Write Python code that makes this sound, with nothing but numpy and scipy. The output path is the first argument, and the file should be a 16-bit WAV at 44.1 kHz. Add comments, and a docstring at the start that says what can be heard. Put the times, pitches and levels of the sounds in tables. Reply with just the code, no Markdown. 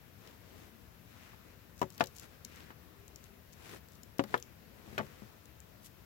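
"""Inside a parked car, a small bird flies at the side window.
Its hard beak knocks and its soft body bumps on the pane, which rings briefly in the padded cabin.
Dry ticks, tiny scratches and soft brushes come between the blows; a haze of hiss wraps two knocks.
Underneath lie outdoor rumble and microphone hiss; midway a faint far hum swells and fades."""
import sys
import numpy as np
from scipy import signal
from scipy.io import wavfile

SR = 44100
rng = np.random.default_rng(int(sys.argv[2]) if len(sys.argv) > 2 else 0)


def transcribe(u):
    """Save the signal u as a 16-bit wav file named by the first command-line argument.

    u: samples, shape (n,) or (channels, n), limited to [-1, 1]; the rate is SR.
    q: integer samples, one column per channel.
    """
    v = np.clip(np.atleast_2d(u).T, -1, 1)
    q = np.round(v * 32767).astype(np.int16)
    wavfile.write(sys.argv[1], SR, q)


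N = 266893
TIME = np.arange(N) / SR
AGE = TIME[:SR // 6]   # seconds since a blow

# beak on glass: (time [s], level [dB], contact cut-off [Hz], low cut [Hz], spot's pitch [Hz],
# its lift [dB], hard tick [dB], spot's distance from the frame [rad of bending wave per root Hz],
# damping [dB/s], spot's weak pitch [Hz], its dip [dB])
BEAK_TAPS = [(1.8164, 13.5, 332, 168, 1030, 11.5, -31, 1.82, 60, 1640, -6.4),
             (2.0073, 11.3, 740, 175, 680, 5.5, -17, 2.77, 70, 360, -10),
             (4.194, 14.3, 483, 121, 275, 6, -26.5, 1.85, 173, 1820, -2.5),
             (4.3417, 6.5, 980, 217, 372, 5.5, -19, 2.81, 57, 2700, -5),
             (4.9798, -4.5, 1350, 67, 530, 12, -8, 2.5, 65, 920, -5)]
# breast and wings on glass: (time [s], level [dB], contact cut-off [Hz], spot's pitch [Hz])
BODY_BUMPS = [(1.333, -26.5, 1000, 910), (1.8276, 6, 434, 172), (2.0101, 5.5, 174, 245),
              (2.0173, 4.5, 301, 480), (2.705, -19.5, 990, 243), (3.737, -11, 423, 150),
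              (4.1975, -1.5, 300, 713), (4.2391, -5, 500, 214), (4.877, -12, 298, 200),
              (4.928, -8.5, 294, 213), (4.9817, 0, 399, 136), (4.9894, -7, 750, 1450),
              (4.9927, -7.5, 800, 1200), (4.997, -0.5, 450, 486), (5.0014, 4, 383, 630),
              (5.0094, -5, 587, 160), (5.221, -6.5, 278, 193)]
# modes of the pane in its door: (pitch [Hz], level [dB], t60 [s])
PANE_MODES = [(118.3, -7.36, 0.14), (146.3, -5, 0.22), (173, -4, 0.036), (213.0, -12, 0.13),
              (246, -13.5, 0.072), (284, -16, 0.073), (372.5, -14, 0.19), (410, -8, 0.032),
              (482.3, -8.5, 0.17), (550, -6.5, 0.13), (619, -10.5, 0.0751), (704, -8.5, 0.11),
              (784, -6.5, 0.069), (872.4, -0.4, 0.064), (979, 3.3, 0.04), (1165, 1, 0.031),
              (1257, 2, 0.046), (1444, -1, 0.0376), (1600, 8, 0.016), (1762, 17, 0.029), (1985, 12, 0.019),
              (2556, 23.5, 0.0035), (3037, 16.5, 0.012)]
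# slap off dashboard and roof: (delay [s], level [dB])
CABIN_ECHOES = [(.0028, 0.9), (.0041, -5.5)]
# sound scattered round the cabin: (frequency [Hz], level [dB], t60 [s])
CABIN_REVERB = [(101, -1, 0.15), (300, 0.5, 0.14), (800, 9, 0.093), (1990, 18, 0.065), (5040, -1.5, 0.17),
                (13900, -5, 0.23)]
# light dry ticks: (time [s], level [dB], t60 [s], pitch [Hz])
DRY_TICKS = [(0.274, -35, 0.011, 4800), (1.795, -37, 0.0074, 7200), (1.815, -28, 0.028, 6140),
             (1.829, -33.5, 0.021, 6350), (1.903, -29.5, 0.0088, 7500), (1.979, -26.5, 0.011, 4500),
             (1.998, -33, 0.033, 4300), (2.0388, -22.5, 0.016, 4030), (2.059, -26, .005, 6550),
             (2.07, -31.5, 0.022, 5650), (2.164, -31.5, 0.015, 6800), (2.1847, -31, .008, 6800),
             (2.197, -24, 0.0074, 6760), (2.448, -20, 0.0059, 6330), (2.4503, -20.5, 0.003, 6300),
             (2.56, -31, 0.003, 6000), (3.08, -31.5, 0.0077, 7600), (3.1595, -25, 0.0045, 7000),
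             (3.2403, -34, 0.0094, 7600), (3.886, -35, 0.0053, 7500), (4.0326, -31, 0.013, 7400),
             (4.183, -29.5, 0.015, 5460), (4.238, -32, 0.021, 4870), (4.376, -33.5, 0.032, 3470),
             (4.4, -27, 0.0043, 6800), (4.426, -14, 0.0023, 6300), (4.9798, -31, 0.035, 5650),
             (5.456, -34.5, 0.0079, 7000), (5.603, -30.5, 0.0047, 7100)]
# faint runs of tiny clicks: (middle [s], half length [s], click level [dB])
SCRATCH_RUNS = [(1.807, 0.036, -49), (1.942, 0.032, -50.5), (2.182, 0.029, -45), (2.222, 0.016, -49.5),
                (3.532, 0.0087, -46), (3.932, 0.034, -52.5)]
# soft swells of noise: brushes, plus a short haze of hiss around two knocks (2.017 s and 4.34 s):
# (peak time [s], length [s], level [dB], band centre [Hz], band width [octaves])
NOISE_SWELLS = [(0.291, 0.14, -55.5, 1360, 4), (0.603, 0.25, -54.5, 1000, 6.2), (1.262, 0.28, -57, 1950, 2),
                (1.5, 0.15, -60, 1260, 2.9), (2.017, 0.046, -44, 900, 3.8), (2.193, 0.15, -60.5, 5470, 4.9),
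                (2.244, 0.046, -53.5, 1800, 3.5), (2.33, 0.11, -61, 1580, 4.6),
                (2.597, 0.19, -55, 1940, 1.1), (2.604, 0.21, -57.5, 450, 2.2),
                (2.712, 0.064, -61, 1300, 2.2), (3.26, .1, -62, 3020, 2.9), (3.681, 0.15, -52, 2000, 3.8),
                (3.754, 0.078, -48.5, 1440, 5.7), (4.34, 0.11, -49.5, 910, 6.5),
                (4.978, 0.34, -54.5, 192, 5.4), (4.954, 0.09, -65, 3300, 2.4),
                (5.133, 0.64, -57.5, 1470, 4.7), (5.862, 0.048, -52, 8200, 2)]
# colour of the swelling noise: (frequency [Hz], spectral density [dB])
SWELL_COLOUR = [(100, 15.5), (400, 12.5), (700, 2), (1900, 3), (3000, -1), (6000, -5), (9000, 0.5),
                (12500, -9.5), (16000, 9)]
# colour of the bed of rumble and hiss: (frequency [Hz], spectral density [dB])
BED_COLOUR = [(15, -48), (25, -33), (64, 0), (87, -2), (180, -8.5), (249, -9), (317, -16), (394, -15),
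              (818, -20.5), (1840, -20.5), (3820, -27), (6920, -30), (9320, -31.5), (12500, -24.5),
              (16000, -39)]
# the bed's lean to the left: (frequency [Hz], left minus right [dB])
BED_BALANCE = [(60, 6.5), (180, 10.5), (550, 10.5), (1650, 5.5), (4970, 3), (15000, 12)]
# how alike the bed is on both sides: (frequency [Hz], correlation [0-1])
BED_LIKENESS = [(60, 0.58), (180, 0.79), (550, 0.064), (1650, 0), (4970, 0.012), (15000, 0)]


def beak_taps():
    """The hard beak gives short bright blows, each on a spot that leaves one range of modes weak."""
    out = np.zeros((2, N))
    for s, level_db, *contact, weak_hz, weak_db in BEAK_TAPS:
        add(out, s, from_db(level_db) * lift(knock(*contact), weak_hz, weak_db, q=1.4))
    return out


def body_bumps():
    """The soft body gives dull, bassy thuds with hardly any tick; resting feathers damp the glass."""
    out = np.zeros((2, N))
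    for s, level_db, contact_hz, spot_hz in BODY_BUMPS:
        thud = knock(contact_hz, low_hz=96, spot_hz=spot_hz, spot_db=7.5, tick_db=-40,
                     spot_distance=1.277, damping_db_per_s=29)
        add(out, s, from_db(level_db) * thud)
    return out


def knock(contact_hz, low_hz, spot_hz, spot_db, tick_db, spot_distance, damping_db_per_s):
    """One blow on glass, coloured by the contact's softness and spot, damped by the bird's weight."""
    scattered = cabin_tail()
    ring = pane_ring(spot_distance, scattered) * from_db(-damping_db_per_s * AGE)
    # the hard part of the contact rings in countless high modes that die quickly
    tick = cut(cut(scattered, 3200, "high"), 8000, "low") * from_db(-60 * AGE / 0.063)
    blow = cut(ring, contact_hz, "low") - from_db(tick_db + 9) * tick
    return mic_ports(lift(cut(blow, low_hz, "high"), spot_hz, spot_db, q=5.1))


def pane_ring(spot_distance, scattered, push_db=6.5, ring_db=-31.5, scatter_db=1.0, lead_s=0.00042):
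    """The glass is pushed, its modes ring on, and the cabin throws the sound back."""
    push = from_db(push_db) * signal.unit_impulse(len(AGE))
    hz, db, t60 = np.array(PANE_MODES).T[:, :, None]
    shape = 1 + 0.7 * np.cos(spot_distance * np.sqrt(hz))   # a mode struck near a node stays weak
    decay = from_db(db + ring_db - 60 * AGE / t60)
    modes = np.sum(shape * decay * np.cos(2 * np.pi * hz * AGE), axis=0)
    attack = 1 - np.exp(-AGE / 0.00011)   # bending waves need a moment to fill the pane
    # echoes come from the cabin side and reach the right port first
    echoes = sum(from_db(echo_db) * np.array([delay(push, s), delay(push, s - lead_s)])
                 for s, echo_db in CABIN_ECHOES)
    return push + echoes + attack * modes + from_db(scatter_db) * scattered


def cabin_tail(build_s=0.00042, alike_hz=700):
    """Dense reflections build up fast and die in the upholstery."""
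    tail = 0
    for hz, (left, other) in noise_bands(len(AGE)):
        alike = 1 / (1 + (hz / alike_hz) ** 2)   # long waves reach both ports alike
        pair = np.array([left, alike * left + np.sqrt(1 - alike ** 2) * other])
        t60 = at_hz(CABIN_REVERB, hz, column=2)
        tail = tail + pair * from_db(at_hz(CABIN_REVERB, hz) - 60 * AGE / t60)
    attack = 1 - np.exp(-(AGE / build_s) ** 2)
    return rms_one(tail * attack) / np.sqrt(len(AGE))


def mic_ports(pair, shade_db=-11.0, resonance_hz=1890, hollow_hz=764, lag_s=0.00038):
    """The right microphone port faces away: later, and quieter except near its own resonance."""
    right = lift(pair[1], resonance_hz, gain_db=9, q=0.59)
    right = lift(right, hollow_hz, gain_db=-9, q=0.78)
    return np.array([pair[0], from_db(shade_db) * delay(right, lag_s)])


def ticks(slip_db=-9.0, attack_s=0.0002, cabin_db=-9.5):
    """Each tick is a tiny burst of slips through one broad resonance, with a trace of cabin."""
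    out, tail = np.zeros((2, N)), cabin_tail()
    for s, level_db, t60, hz in DRY_TICKS:
        envelope = from_db(slip_db - 60 * AGE / t60) * (1 - np.exp(-AGE / attack_s))
        slips = cut(rng.standard_normal((2, len(AGE))) * envelope, 0.43 * hz, "high", order=3)
        tick = from_db(level_db) * lift(slips, hz, gain_db=9.5, q=3.7)
        reverb = signal.fftconvolve(tick, tail, axes=1)[:, :len(AGE)]
        add(out, s, tick + from_db(cabin_db) * reverb)
    return pan_left(out, right_db=-10)


def scratches(clicks_per_s=420, resonance_hz=6700):
    """Something light drags and catches: uneven clicks in one bright resonance."""
    envelope = sum(from_db(db) * np.exp(-((TIME - s) / half_s) ** 2) for s, half_s, db in SCRATCH_RUNS)
    catches = rng.random(N) < clicks_per_s / SR
    clicks = catches * rng.standard_normal((2, N)) * envelope
    thin = cut(clicks + 1e-18, 2600, "high")
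    return pan_left(lift(thin, resonance_hz, gain_db=19, q=1.6), right_db=-10)


def noise_swells(grain_db=3.0, rise_share=0.62):
    """Soft swells of grainy noise: brushes, plus a short haze of hiss around two of the knocks."""
    noise = rms_one(sum(band * from_db(at_hz(SWELL_COLOUR, hz)) for hz, band in noise_bands(N)))
    grain = rms_one(cut(rng.standard_normal(N), 440, "low"))
    noise = noise * from_db(grain_db * grain)
    out = 0
    for s, length_s, level_db, hz, octaves in NOISE_SWELLS:
        slope_s = length_s * np.where(TIME < s, rise_share, 1 - rise_share)
        swell = np.exp(-((TIME - s) / slope_s) ** 2)
        edge_ratio = 2 ** (octaves / 2)
        band = cut(cut(noise, hz * edge_ratio, "low", order=1), hz / edge_ratio, "high")
        out = out + from_db(level_db) * swell * rms_one(band)
    return pan_left(out, right_db=-6)


def rumble_and_hiss(level_db=-56.5, ebb_db=-0.38, flutter_db=1.5):
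    """Outdoor rumble through the closed doors, gently uneven, with microphone hiss on top."""
    out, ebb, sides = 0, wander(2.78), np.array([[1], [-1]])
    for hz, (mid, side) in noise_bands(N):
        alike = at_hz(BED_LIKENESS, hz)
        pair = np.sqrt(1 + alike) * mid + np.sqrt(1 - alike) * side * sides
        drift_db = (ebb_db * ebb + flutter_db * wander(20)) / (1 + hz / 5000)   # the hiss is steadier
        balance = from_db(sides * at_hz(BED_BALANCE, hz) / 2)
        out = out + pair * from_db(at_hz(BED_COLOUR, hz) + drift_db) * balance
    return from_db(level_db) * rms_one(out)


def far_hum(hz=399.6, level_db=-63, start_s=2.76, end_s=3.5, attack_s=0.3, release_s=0.1):
    """A faint far tone, a wavering sliver of noise, swells, fades slowly and stops."""
    tone = rms_one(cut(rng.standard_normal(N), [hz - 8, hz + 8], "band"))
    since = TIME - start_s
    gate = np.clip(np.minimum(since / attack_s, (end_s - TIME) / release_s), 0, 1)
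    fade = from_db(level_db - 6 * since)   # 6 dB a second
    return pan_left(tone * gate * fade, right_db=-11)


def from_db(db):
    """Decibels to gain."""
    return 10 ** (np.asarray(db) / 20)


def rms_one(x):
    """Scale to an rms of 1."""
    return x / np.sqrt(np.mean(x ** 2) + 1e-20)


def at_hz(points, hz, column=1):
    """Read one column of a table on a log-frequency axis."""
    table = np.array(points)
    return np.interp(np.log(hz), np.log(table[:, 0]), table[:, column])


def cut(x, hz, kind, order=2):
    """Low-, high- or band-pass filter."""
    return signal.sosfilt(signal.butter(order, np.clip(hz, 10, .47 * SR), kind, fs=SR, output="sos"), x)


def lift(x, hz, gain_db, q):
    """Bell EQ: boost or dip round one frequency."""
    b, a = signal.iirpeak(hz, q, fs=SR)
    return x + (from_db(gain_db) - 1) * signal.lfilter(b, a, x)


def delay(x, s):
    """Delay a short sound."""
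    return np.interp(AGE - s, AGE, x, left=0)


def pan_left(x, right_db):
    """Place a sound to the left by turning the right side down."""
    return x * from_db([[0], [right_db]])


def add(out, s, sound):
    """Mix a short sound in at a time."""
    start = round(s * SR)
    out[:, start:start + sound.shape[1]] += sound[:, :N - start]


def noise_bands(size):
    """Half-octave bands, each with two unrelated noises: (centre [Hz], pair)."""
    white = rng.standard_normal((2, 2, size + size // 20))
    edges = 22 * 2 ** np.arange(0, 10, .5)
    for k, (low, high) in enumerate(zip(edges, edges[1:])):
        yield np.sqrt(low * high), cut(white[k % 2], [low, high], "band")[:, -size:]


def wander(rate_hz):
    """A slow random curve of spread about 1."""
    knots = rng.standard_normal(int(rate_hz * N / SR) + 2)
    return np.interp(TIME * rate_hz, np.arange(len(knots)), knots)


def scene():
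    """The full mix, heard from the seat."""
    bird = beak_taps() + body_bumps()
    return bird + ticks() + scratches() + noise_swells() + rumble_and_hiss() + far_hum()


def record(dry, cutoff_hz=16000):
    """The microphone dips the treble and rounds the highest peaks; the top is cut steeply."""
    rounded = np.tanh(lift(dry, hz=9120, gain_db=-9.0, q=2.9))
    return signal.sosfilt(signal.ellip(10, .2, 70, cutoff_hz, fs=SR, output="sos"), rounded)


dry = scene()
out = record(dry)
transcribe(out)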